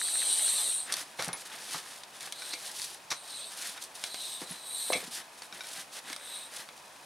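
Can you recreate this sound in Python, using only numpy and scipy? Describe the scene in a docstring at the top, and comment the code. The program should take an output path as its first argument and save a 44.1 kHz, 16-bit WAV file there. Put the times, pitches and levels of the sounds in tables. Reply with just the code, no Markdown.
"""Air hisses through the open valve stem of a wheelbarrow tyre as gloved hands squeeze it on stone paving.
Hiss: noise shaped by stem resonances and a broad jet. Gloves and sleeves: snagged noise, swelling with hand speed.
As the wheel is turned over and back, grit cracks (noise bursts), slack rubber pops and bumps (damped swings),
the axle knocks and the steel rim clatters (scrape noise and dying modes).
Behind: a quiet outdoor wash of shaped noise and a faint high pip, repeating regularly."""
import sys
import numpy as np
from scipy import signal
from scipy.fft import rfft, irfft, next_fast_len
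from scipy.io import wavfile
from scipy.ndimage import uniform_filter1d

SR = 44100
rng = np.random.default_rng(int(sys.argv[2]) if len(sys.argv) > 2 else 0)


def master(y):
    """Save y as 16-bit WAV."""
    cut = np.clip(np.atleast_2d(y).T, -1, 1)
    pcm = np.round(cut * 32767)  # scale
    wavfile.write(sys.argv[1], SR, pcm.astype(np.int16))


N = 310905
T = np.arange(N) / SR
HIT_T = T[:SR // 3]  # time base of one short event

# steel on stone, spectrum: f/Hz, level/dB
SCRAPE_SPECTRUM = [(40, -25), (120, -10), (300, -9.5), (750, -0.5), (1050, 4.5), (1550, 2.5), (2200, 1.5),
                   (2950, -6.5), (3900, 2.5), (4800, -2), (5800, 2.5), (7500, -8), (10000, -12),
                   (16000, -32)]


def valve(top_hz=12000, top_width_hz=750, skirt=0.71, widening_per_db=0.0093, jet_growth=0.4,
          flutter_db=0.34, patchy_db=3.5, flow_db=0.75, dull_hz=14200):
    """Turbulence rings the valve stem; a harder push broadens the resonances and adds broad hiss."""
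    # pushes: peak t/s, build/s, release/s, air flow/dB before flow_db,
    # lowest stem resonance at the peak: level/dB re flow, f/Hz, glide/Hz, width/Hz at -40 dB flow;
    # highest resonance/dB re stem
    pushes = [(0.532, 0.96, 0.37, -29, -8.5, 4030, 0, 422, -25),
              (2.49, 0.19, 0.14, -50, 4, 4000, 60, 560, -11),
              (2.535, 0.018, 0.018, -51.5, 15, 4350, 0, 480, -11),
              (3.175, 0.056, 0.11, -52, -2, 4030, 0, 500, -21),
              (3.44, 0.25, .105, -46, -1, 3960, 20, 600, -18),
              (4.31, 0.3, 0.16, -44.5, 2.5, 3840, -240, 420, -11),
              (4.58, 0.29, 0.44, -54, 2, 4000, 0, 330, -10),
              (4.87, .27, 0.17, -37.5, -4, 4040, 92, 290, -10),
              (6.11, .08, 0.13, -55, -1, 3700, 0, 450, -12),
              (6.365, 0.2, 0.15, -45.5, -2, 3800, 60, 430, -12)]
    # main stem resonances: f/Hz, width/Hz at -40 dB flow, level/dB
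    stem = [(8490, 560, 1.5), (9120, 700, -3.5)]
    # broad jet hiss at peak flow: f/Hz, level/dB re stem
    jet_spectrum = [(150, -43), (700, -20.5), (1500, -24), (2500, -21), (3400, -14.5), (5200, -25),
                    (6200, -15.5), (7100, -45), (11300, -17), (13000, -26), (14000, -29), (16000, -66)]
    push_curve = 1.15  # exponent on the pressure arch
    low_fade_db = 1.5  # lowest resonance speaks first, gives way as the push goes on

    hz, t, z = signal.stft(rng.standard_normal(N), SR, nperseg=512, noverlap=384)
    hz = hz[:, None]
    power = np.zeros(z.shape)
    for s, build, release, push_db, low_db, low_hz, glide_hz, low_width_hz, top_db in pushes:
        pressure, progress = arch(t, s, build, release, push_curve)
        flow = push_db + 20 * np.log10(pressure + 1e-9)
        force = np.clip(flow + 40, -10, 15)  # dB re -40 dB flow
        widening = np.exp(widening_per_db * force)
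        upper = sum(amp(db) ** 2 * resonance(hz, centre, width * widening, skirt)
                    for centre, width, db in stem)
        top = amp(top_db) ** 2 * resonance(hz, top_hz, top_width_hz * widening, skirt)
        lowest = resonance(hz, low_hz + glide_hz * progress, low_width_hz * widening, skirt)
        jet = amp(read(jet_spectrum, hz) + jet_growth * (flow - push_db)) ** 2
        low_gain = amp(low_db - low_fade_db * progress) ** 2
        shape = (upper + top + jet) / upper.mean(0) + low_gain * lowest / lowest.mean(0)
        power += amp(flow + flow_db) ** 2 * shape
    power /= 1 + (hz / dull_hz) ** 10  # highest treble dies away

    # eddies favour one narrow pitch after another: brief whistling streaks
    eddies = uniform_filter1d(rng.standard_normal(z.shape), size=2, axis=0)
    eddies = unit(uniform_filter1d(eddies, size=14, axis=1))
    streaked = z * np.sqrt(power) * unit(amp(patchy_db * eddies))
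    air = signal.istft(streaked, nperseg=512, noverlap=384)[1][:N]
    return air * amp(flutter_db * wander(hz=220))


def resonance(hz, centre_hz, width_hz, skirt):
    """Power response of one resonance, 1 at its centre; skirt sets how steeply it falls."""
    return (1 + (2 * (hz - centre_hz) / width_hz) ** 2) ** (-2 * skirt)


def arch(t, peak_s, rise_s, fall_s, curve):
    """A hand's effort swells and eases off: gain, and progress from -1 through 0 at the peak to 1."""
    progress = np.clip((t - peak_s) / np.where(t < peak_s, rise_s, fall_s), -1, 1)
    return np.maximum(np.cos(np.pi / 2 * progress), 0) ** curve, progress


def gloves(rubber_db=-1.5, judder_db=1.5):
    """Fabric swishes over the tyre with each stroke; the rubber answers with a duller rub."""
    # strokes: t/s at the fastest, speeding up/s, slowing down/s, cloth/dB, rubber re cloth/dB before rubber_db
    strokes = [(.91, 0.076, 0.1, -51.5, 8.5), (0.989, 0.057, .062, -44, -0.5), (1.06, .07, 0.23, -63.5, 4),
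               (1.235, .08, 0.076, -47, 1), (1.395, 0.053, 0.058, -50.5, -5),
               (1.465, 0.021, 0.022, -50, -1), (1.54, 0.09, 0.11, -53.5, 5.5),
               (1.65, 0.13, 0.11, -51.5, -1.5), (1.75, 0.11, 0.084, -45, -0.5),
               (1.91, 0.18, 0.15, -54.5, 0), (2.16, 0.044, 0.062, -57.5, 1), (2.23, 0.039, 0.12, -50, 0.5),
               (2.5, 0.21, 0.13, -52, -0.5), (2.665, 0.11, 0.12, -48.5, -3),
               (2.82, 0.12, 0.096, -44.5, -13), (2.91, .07, 0.087, -52, -2.5), (3.29, 0.081, .2, -56, -2),
               (3.52, 0.042, 0.056, -51.5, -3.5), (3.645, .13, 0.15, -45, -2.5),
               (3.775, .04, 0.033, -57, 8), (3.825, 0.035, 0.069, -51.5, -18),
               (3.965, 0.033, 0.093, -53.5, -4), (4.06, 0.08, 0.066, -50.5, -1),
               (4.27, 0.29, 0.16, -52.5, -21), (4.422, 0.027, 0.036, -47.5, -1.5),
               (4.515, 0.076, .11, -53, 2), (5.03, 0.22, 0.1, -51, 0.5), (5.15, 0.055, 0.059, -43.5, -12),
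               (5.185, 0.045, 0.057, -50.5, 3.5), (5.386, 0.014, 0.026, -57, -10),
               (5.435, .025, 0.043, -57, 3), (5.56, 0.057, 0.064, -55.5, 6.5), (5.7, 0.13, 0.13, -52, -1),
               (5.8, 0.091, 0.06, -49.5, -0.5), (5.938, 0.029, .05, -52, -10),
               (5.98, 0.047, 0.032, -50, 1.5), (6.1, 0.072, .08, -53, 5), (6.27, 0.19, .3, -60.5, 5),
               (6.59, 0.13, 0.082, -51, 1)]
    # steady restless grip: start/s, end/s, cloth/dB, rubber re cloth/dB before rubber_db
    grip = (-1, 7.5, -64, 3)
    # cloth spectrum: f/Hz, level/dB
    cloth_spectrum = [(60, -45), (900, -30), (2200, -9), (3000, -3), (3700, 0.5), (4900, 0.5), (5900, -1),
                      (7400, -3.5), (9700, 0.5), (11500, -7), (13500, -13.5), (16000, -24)]
    # rubber spectrum: f/Hz, level/dB
    rubber_spectrum = [(40, -58), (100, -15.5), (170, -7), (400, -5.5), (750, -2), (1100, -2), (1700, 4.5),
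                       (2400, -1.5), (3500, -2), (8000, -34.5)]
    rub_curve = 1.49  # exponent on the hand-speed arch

    start, end, grip_db, grip_body_db = grip
    cloth_power = amp(grip_db) ** 2 * ((T > start) & (T < end))
    rubber_power = cloth_power * amp(grip_body_db) ** 2
    for s, rise, fall, db, body_db in strokes:
        stroke_t = np.arange(0, rise + fall, 1 / SR)
        speed = arch(stroke_t, rise, rise, fall, rub_curve)[0]
        add(cloth_power, s - rise, (speed * amp(db)) ** 2)
        add(rubber_power, s - rise, (speed * amp(db + body_db)) ** 2)

    cloth = friction(per_s=1500, spread_db=2.5, snag_share=0.4)
    cloth = colour(cloth, cloth_spectrum, band=(5000, 7500))
    rubber = friction(per_s=400, spread_db=2, snag_share=0.28)
    rubber = colour(rubber, rubber_spectrum, band=(1100, 2400))
    rubber *= amp(rubber_db + judder_db * wander(hz=90))  # stick and slip
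    cloth *= amp(judder_db * wander(hz=60))
    return np.sqrt(cloth_power) * cloth + np.sqrt(rubber_power) * rubber


def friction(per_s, spread_db, snag_share):
    """Smooth sliding noise with sparse snags of uneven size."""
    size = amp(spread_db * np.minimum(rng.exponential(1, N), 3))
    snags = rng.choice([-1, 1], N) * size * (rng.random(N) < per_s / SR)
    share = np.clip(snag_share, 0, 1)  # of the power
    return np.sqrt(share) * unit(snags) + np.sqrt(1 - share) * rng.standard_normal(N)


def grit(tail_db=-21, tail_t60_s=0.11):
    """Each grain under the tread cracks sharply, crumbles briefly and rings the rim."""
    # grains: t/s, level/dB, t60/s, tilt/(dB/octave above 500 Hz), rim ring/dB re crack
    grains = [(0.9236, -22.5, 0.036, 1, -37), (0.9395, -23.5, 0.02, -2.5, -31), (.968, -30.5, .02, 4, -30),
              (1.194, -32, .03, -11.5, -17), (1.224, -26.5, .012, -2, -25), (1.246, -24.5, .006, -1.5, -30),
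              (1.282, -30.5, 0.015, 8, -33), (1.33, -32, 0.017, 2, -20), (2.035, -39, 0.026, -5, -20),
              (2.207, -34.5, .018, -3, -12), (2.273, -35, 0.013, -11, -18),
              (2.3237, -27.5, 0.017, 0.5, -16), (2.798, -28, .0056, -4, -32),
              (2.818, -30.5, 0.014, -2.5, -30), (3.823, -34.5, .035, 2, -28), (3.839, -35, .017, 11, -32),
              (4.0392, -21, 0.012, -4, -20), (4.1438, -28.5, 0.017, -6, -16), (4.883, -33, .012, -1, -30),
              (5.4204, -37.5, 0.032, -5, -16), (5.6706, -37, .006, 4, -26), (6.0998, -32.5, .019, -8, -22),
              (6.1292, -29, 0.018, -3, -13), (6.163, -34, .022, -4, -20), (6.6884, -37.5, 0.013, -7, -12),
              (6.7774, -43, 0.014, -1, -25)]
    # grit on stone, spectrum: f/Hz, level/dB
    stone_spectrum = [(60, -48), (350, -26.5), (800, -11), (1600, -6.5), (2800, -10.5), (3600, 8.5),
                      (4050, -3.5), (4500, 7.5), (5200, 0.5), (5850, 3.5), (7000, -4.5), (8000, -1.5),
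                      (9000, 4.5), (10500, -2.5), (11500, -4.5), (16000, -41)]
    out = np.zeros(N)
    for s, db, t60, tilt, ring_db in grains:
        decay = amp(-60 * HIT_T / t60) + amp(tail_db - 60 * HIT_T / tail_t60_s)
        crack = colour(decay * rng.standard_normal(len(HIT_T)), stone_spectrum, tilt)
        add(out, s, amp(db) * (crack + amp(ring_db) * rim_ring(tilt=3.1)))
    return out


def tyre(pop_t60_s=0.0069, bump_cycles=15.5, landing_s=4.905, landing_db=-38):
    """Pops die at once, deeper bumps last longer; the landing tyre passes only a dull blow to the rim."""
    # small pops and slaps of the rubber: t/s, level/dB, f/Hz
    pops = [(.0145, -27.5, 1780), (.085, -36, 1800), (0.1553, -35, 1780), (0.218, -31.5, 1850),
            (0.226, -34, 1824), (.395, -37.5, 1800), (.48, -34.5, 1580), (1.277, -34, 665),
            (1.287, -35, 1810), (1.746, -32.5, 1140), (4.9025, -19, 656)]
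    # bumps of the slack tyre: t/s, level/dB, f/Hz
    bumps = [(1.191, -54, 295), (1.289, -37, 830), (1.275, -37.5, 177), (1.288, -50, 159),
             (1.746, -48, 171), (2.534, -47, 317), (3.119, -60, 158), (4.416, -40.5, 322),
             (4.418, -47, 188), (4.506, -41.5, 185), (4.951, -41.5, 208), (4.954, -36, 460),
             (5.027, -44, 420), (5.035, -50, 181), (5.076, -45.5, 234), (5.525, -54.5, 200),
             (5.777, -55, 168), (6.101, -46.5, 313)]
    out = np.zeros(N)
    for s, db, hz in pops:
        add(out, s, amp(db) * flop(hz, pop_t60_s))
    for s, db, hz in bumps:
        add(out, s, amp(db) * flop(hz, bump_cycles / hz))  # t60 as a count of swings
    add(out, landing_s, amp(landing_db) * rim_ring(tilt=-20))
    return out


def flop(hz, t60_s, rise_s=0.0005, flap=0.63):
    """Slack rubber swings for a few heavily damped cycles, with a noisy flap around the same pitch."""
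    band = signal.butter(2, [hz / 2, min(hz * 2, SR / 3)], "band", fs=SR, output="sos")
    noise = unit(signal.sosfilt(band, rng.standard_normal(len(HIT_T))))
    swing = np.sqrt(2) * np.sin(2 * np.pi * hz * HIT_T) + flap * noise
    shape = (1 - np.exp(-HIT_T / rise_s)) * amp(-60 * HIT_T / t60_s)
    level = np.sqrt(np.mean(shape ** 2)) / shape.max()
    return unit(signal.sosfilt(band, swing * shape)) * level


def wheel(ring_trim_db=-1.0, washer_hz=10330):
    """Steel grinds briefly on stone and the rim rings on; the loose axle washer adds one high note."""
    # clatters: t/s, level/dB, rise/s, t60/s, tilt/(dB/octave above 500 Hz), ring re scrape/dB before ring_trim_db
    clatters = [(1.186, -35, 0.0091, 0.3, -3, 4.5), (1.287, -38.5, 0.00073, 0.19, -6.5, -5),
                (1.33, -41.5, 0.0016, 0.21, -3.5, 0.5), (1.743, -38.5, 0.0027, 0.21, -3, -18),
                (2.532, -32, 0.0063, 0.022, 1.5, -2), (3.103, -31.5, 0.0026, .08, 5, -23),
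                (3.111, -27.5, 0.0061, 0.11, .5, -12), (4.413, -42, 0.0056, 0.18, -7.5, -14),
                (4.922, -29, 0.0018, 0.018, -5.5, -6), (4.9298, -28, 0.0007, 0.037, 0.5, 3.5),
                (4.934, -28, 0.00065, 0.039, 1, 2.5), (4.951, -36.5, 0.0016, 0.16, -12.5, 8.5)]
    # washer tinkles: t/s, level/dB, t60/s
    tinkles = [(1.332, -28.5, 0.091), (4.51, -34, .08), (4.923, -23.5, 0.02)]
    out = np.zeros(N)
    for s, db, rise, t60, tilt, ring_db in clatters:
        swell = np.minimum(HIT_T / rise, 1)
        decay = amp(-60 * np.maximum(HIT_T - rise, 0) / t60)
        contact = swell * decay * rng.standard_normal(len(HIT_T))
        scrape = colour(contact, SCRAPE_SPECTRUM, tilt)
        ring = amp(ring_db + ring_trim_db) * swell * rim_ring()
        add(out, s, amp(db) * (scrape + ring))
    for s, db, t60 in tinkles:
        add(out, s, amp(db - 60 * HIT_T / t60) * np.sin(2 * np.pi * washer_hz * HIT_T))
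    return out


def rim_ring(tilt=0, split=0.0194, count=3):
    """The rim's dying modes; the tyre's grip splits each into a close cluster, different at every blow."""
    # steel rim modes: f/Hz before the split, level/dB before tilt, t60/s
    rim_modes = [(502, -10.5, 0.27), (688, 0, 0.12), (840, -2, 0.066), (1605, -25, 0.69), (2154, 5.5, 0.17),
                 (2110, -5, 0.076), (2310, 8, 0.065), (2380, -1, 0.23), (2618, 6.5, 0.051),
                 (3070, -0.5, 0.035), (3380, -1, 0.15), (3870, -0.5, 0.087), (4020, 4, 0.11),
                 (4500, -4, 0.07)]
    hz, db, t60 = np.repeat(rim_modes, count, axis=0).T[:, :, None]
    gain = amp(db + tilt * np.log2(hz / 2000))  # tilt in dB/octave
    hz = hz * (1 + split * rng.standard_normal(hz.shape))
    phase = 2 * np.pi * (hz * HIT_T + rng.random(hz.shape))
    ring = gain * amp(-60 * HIT_T / t60) * np.sin(phase)
    return ring.sum(0) * np.sqrt(2) / np.linalg.norm(gain)  # rms about 1 before decay


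def axle(click_db=-2, click_t60_s=0.012):
    """The axle knocks in its loose bearing: a dry click and a short ring of its modes."""
    # knocks: t/s, level/dB
    knocks = [(2.421, -37), (3.777, -41), (5.526, -39.5), (5.6073, -33.5), (5.643, -41.5)]
    # axle modes: f/Hz, level/dB, t60/s
    axle_modes = [(1494, -3.5, .06), (2340, -3, 0.044), (3760, 1, 0.033), (5450, -6.5, 0.044)]
    out = np.zeros(N)
    hz, db, t60 = np.transpose(axle_modes)[:, :, None]
    for s, knock_db in knocks:
        phase = 2 * np.pi * (hz * HIT_T + rng.random(hz.shape))
        ring = (amp(db - 60 * HIT_T / t60) * np.sin(phase)).sum(0)
        ring *= np.sqrt(2) / np.linalg.norm(amp(db))
        burst = amp(click_db - 60 * HIT_T / click_t60_s) * rng.standard_normal(len(HIT_T))
        add(out, s, amp(knock_db) * (colour(burst, SCRAPE_SPECTRUM) + ring))
    return out


def echo(x, t60_s):
    """Dense scatter from paving and nearby surfaces, as a decaying noise tail."""
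    tail = rng.standard_normal(len(HIT_T)) * amp(-60 * HIT_T / t60_s) * (HIT_T > .002)
    return signal.fftconvolve(x, tail / np.linalg.norm(tail))[:N]


def open_air(wash_db=-54.5):
    """A soft, steady, distant wash with its echo off a wall, wide in the middle of its range."""
    # wash spectrum: f/Hz, relative density/dB
    wash_spectrum = [(25, -51), (50, -25), (72, -15), (105, -11.5), (150, -9.5), (220, -7.5), (420, -6),
                     (650, 0), (980, 0.5), (1400, -6.5), (2300, -11), (4000, -13.5), (9500, -18),
                     (16000, -27.5)]
    # stereo width: f/Hz, side re mid/dB
    wash_width = [(60, -35), (200, -24), (500, -12.5), (1000, -6), (3000, -3.5), (8000, -8), (14000, -41)]
    mid, side = (amp(wash_db) * colour(rng.standard_normal(N), wash_spectrum) for _ in range(2))
    return spread(bounce(mid, delay_s=.0139, share=0.49), side, wash_width)


def bounce(x, delay_s, share):
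    """Adds one reflection, which ripples the spectrum."""
    f = np.fft.rfftfreq(N, 1 / SR)
    response = 1 + share * np.exp(-2j * np.pi * f * delay_s)
    return irfft(rfft(x) * response, N) / np.sqrt(1 + share ** 2)


def pips(pip_hz=2520, pip_db=-55.5, pip_s=.0042, period_s=.04):
    """A faint high tone pulses 25 times a second: a sine under a repeating bell-shaped envelope."""
    from_pulse = (T + .018) % period_s - period_s / 2
    return amp(pip_db) * np.exp(-(from_pulse / pip_s) ** 2) * np.sin(2 * np.pi * pip_hz * from_pulse)


def spread(mid, diffuse, width):
    """Left and right from a middle signal and a diffuse one of opposite sign in the two ears."""
    side = irfft(rfft(diffuse) * amp(read(width, np.fft.rfftfreq(N, 1 / SR))), N)
    return np.array([mid + side, mid - side])


def amp(db):
    """Decibels to gain."""
    return 10 ** (np.asarray(db) / 20)


def unit(x):
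    """Scales to rms 1."""
    return x / np.sqrt(np.mean(x ** 2) + 1e-20)


def read(points, hz):
    """Interpolates a spectrum table on a log-frequency axis."""
    f, value = np.transpose(points)
    return np.interp(np.log(hz + 1), np.log(f + 1), value)


def add(mix, s, sound):
    """Mixes a sound in at time s."""
    part = mix[max(round(s * SR), 0):][:len(sound)]
    part += sound[:len(part)]


def colour(x, points, tilt=0, band=(0, SR)):
    """Causal filter from a spectrum table; white noise of rms 1 keeps rms 1, or that density in band/Hz."""
    size = next_fast_len(len(x) + 4096)
    hz = abs(np.fft.fftfreq(size, 1 / SR))
    gain = amp(read(points, hz) + tilt * np.log2(np.maximum(hz, 500) / 500))
    gain /= np.sqrt(np.mean(gain ** 2 * (hz >= band[0]) * (hz <= band[1])))
    response = np.exp(signal.hilbert(np.log(gain)))  # minimum phase
    return np.fft.ifft(np.fft.fft(x, size) * response).real[:len(x)]


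def wander(hz):
    """Random motion of rms 1, mostly slower than hz."""
    f = np.fft.rfftfreq(N, 1 / SR)
    return unit(irfft(rfft(rng.standard_normal(N)) / (1 + (f / hz) ** 4), N))


def scene(echo_db=-16, left_db=0.15, bass_hz=105):
    """All the handling happens close by, just above the paving, over the open air and the pips."""
    # stereo width of the handling's echo: f/Hz, side re diffuse echo/dB
    yard_width = [(100, -49), (300, -34), (700, -14.5), (2000, -13.5), (4500, -17.5), (8000, -15),
                  (14000, -104)]
    near = valve() + gloves() + grit() + tyre() + wheel() + axle()
    high_pass = signal.butter(2, bass_hz, "high", fs=SR, output="sos")
    near = signal.sosfilt(high_pass, near)  # small things radiate little bass
    mid = near + amp(echo_db) * echo(near, t60_s=0.14)
    yard = spread(mid, echo(near, t60_s=0.16), yard_width)
    return (yard + open_air() + pips()) * amp([[left_db], [-left_db]])


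def record(dry, edge_hz=15900):
    """Band limit: a steep linear-phase low-pass."""
    low_pass = signal.firwin(511, edge_hz, window=("kaiser", 9), fs=SR)
    return signal.oaconvolve(dry, low_pass[None], "same")


dry = scene()
out = record(dry)
master(out)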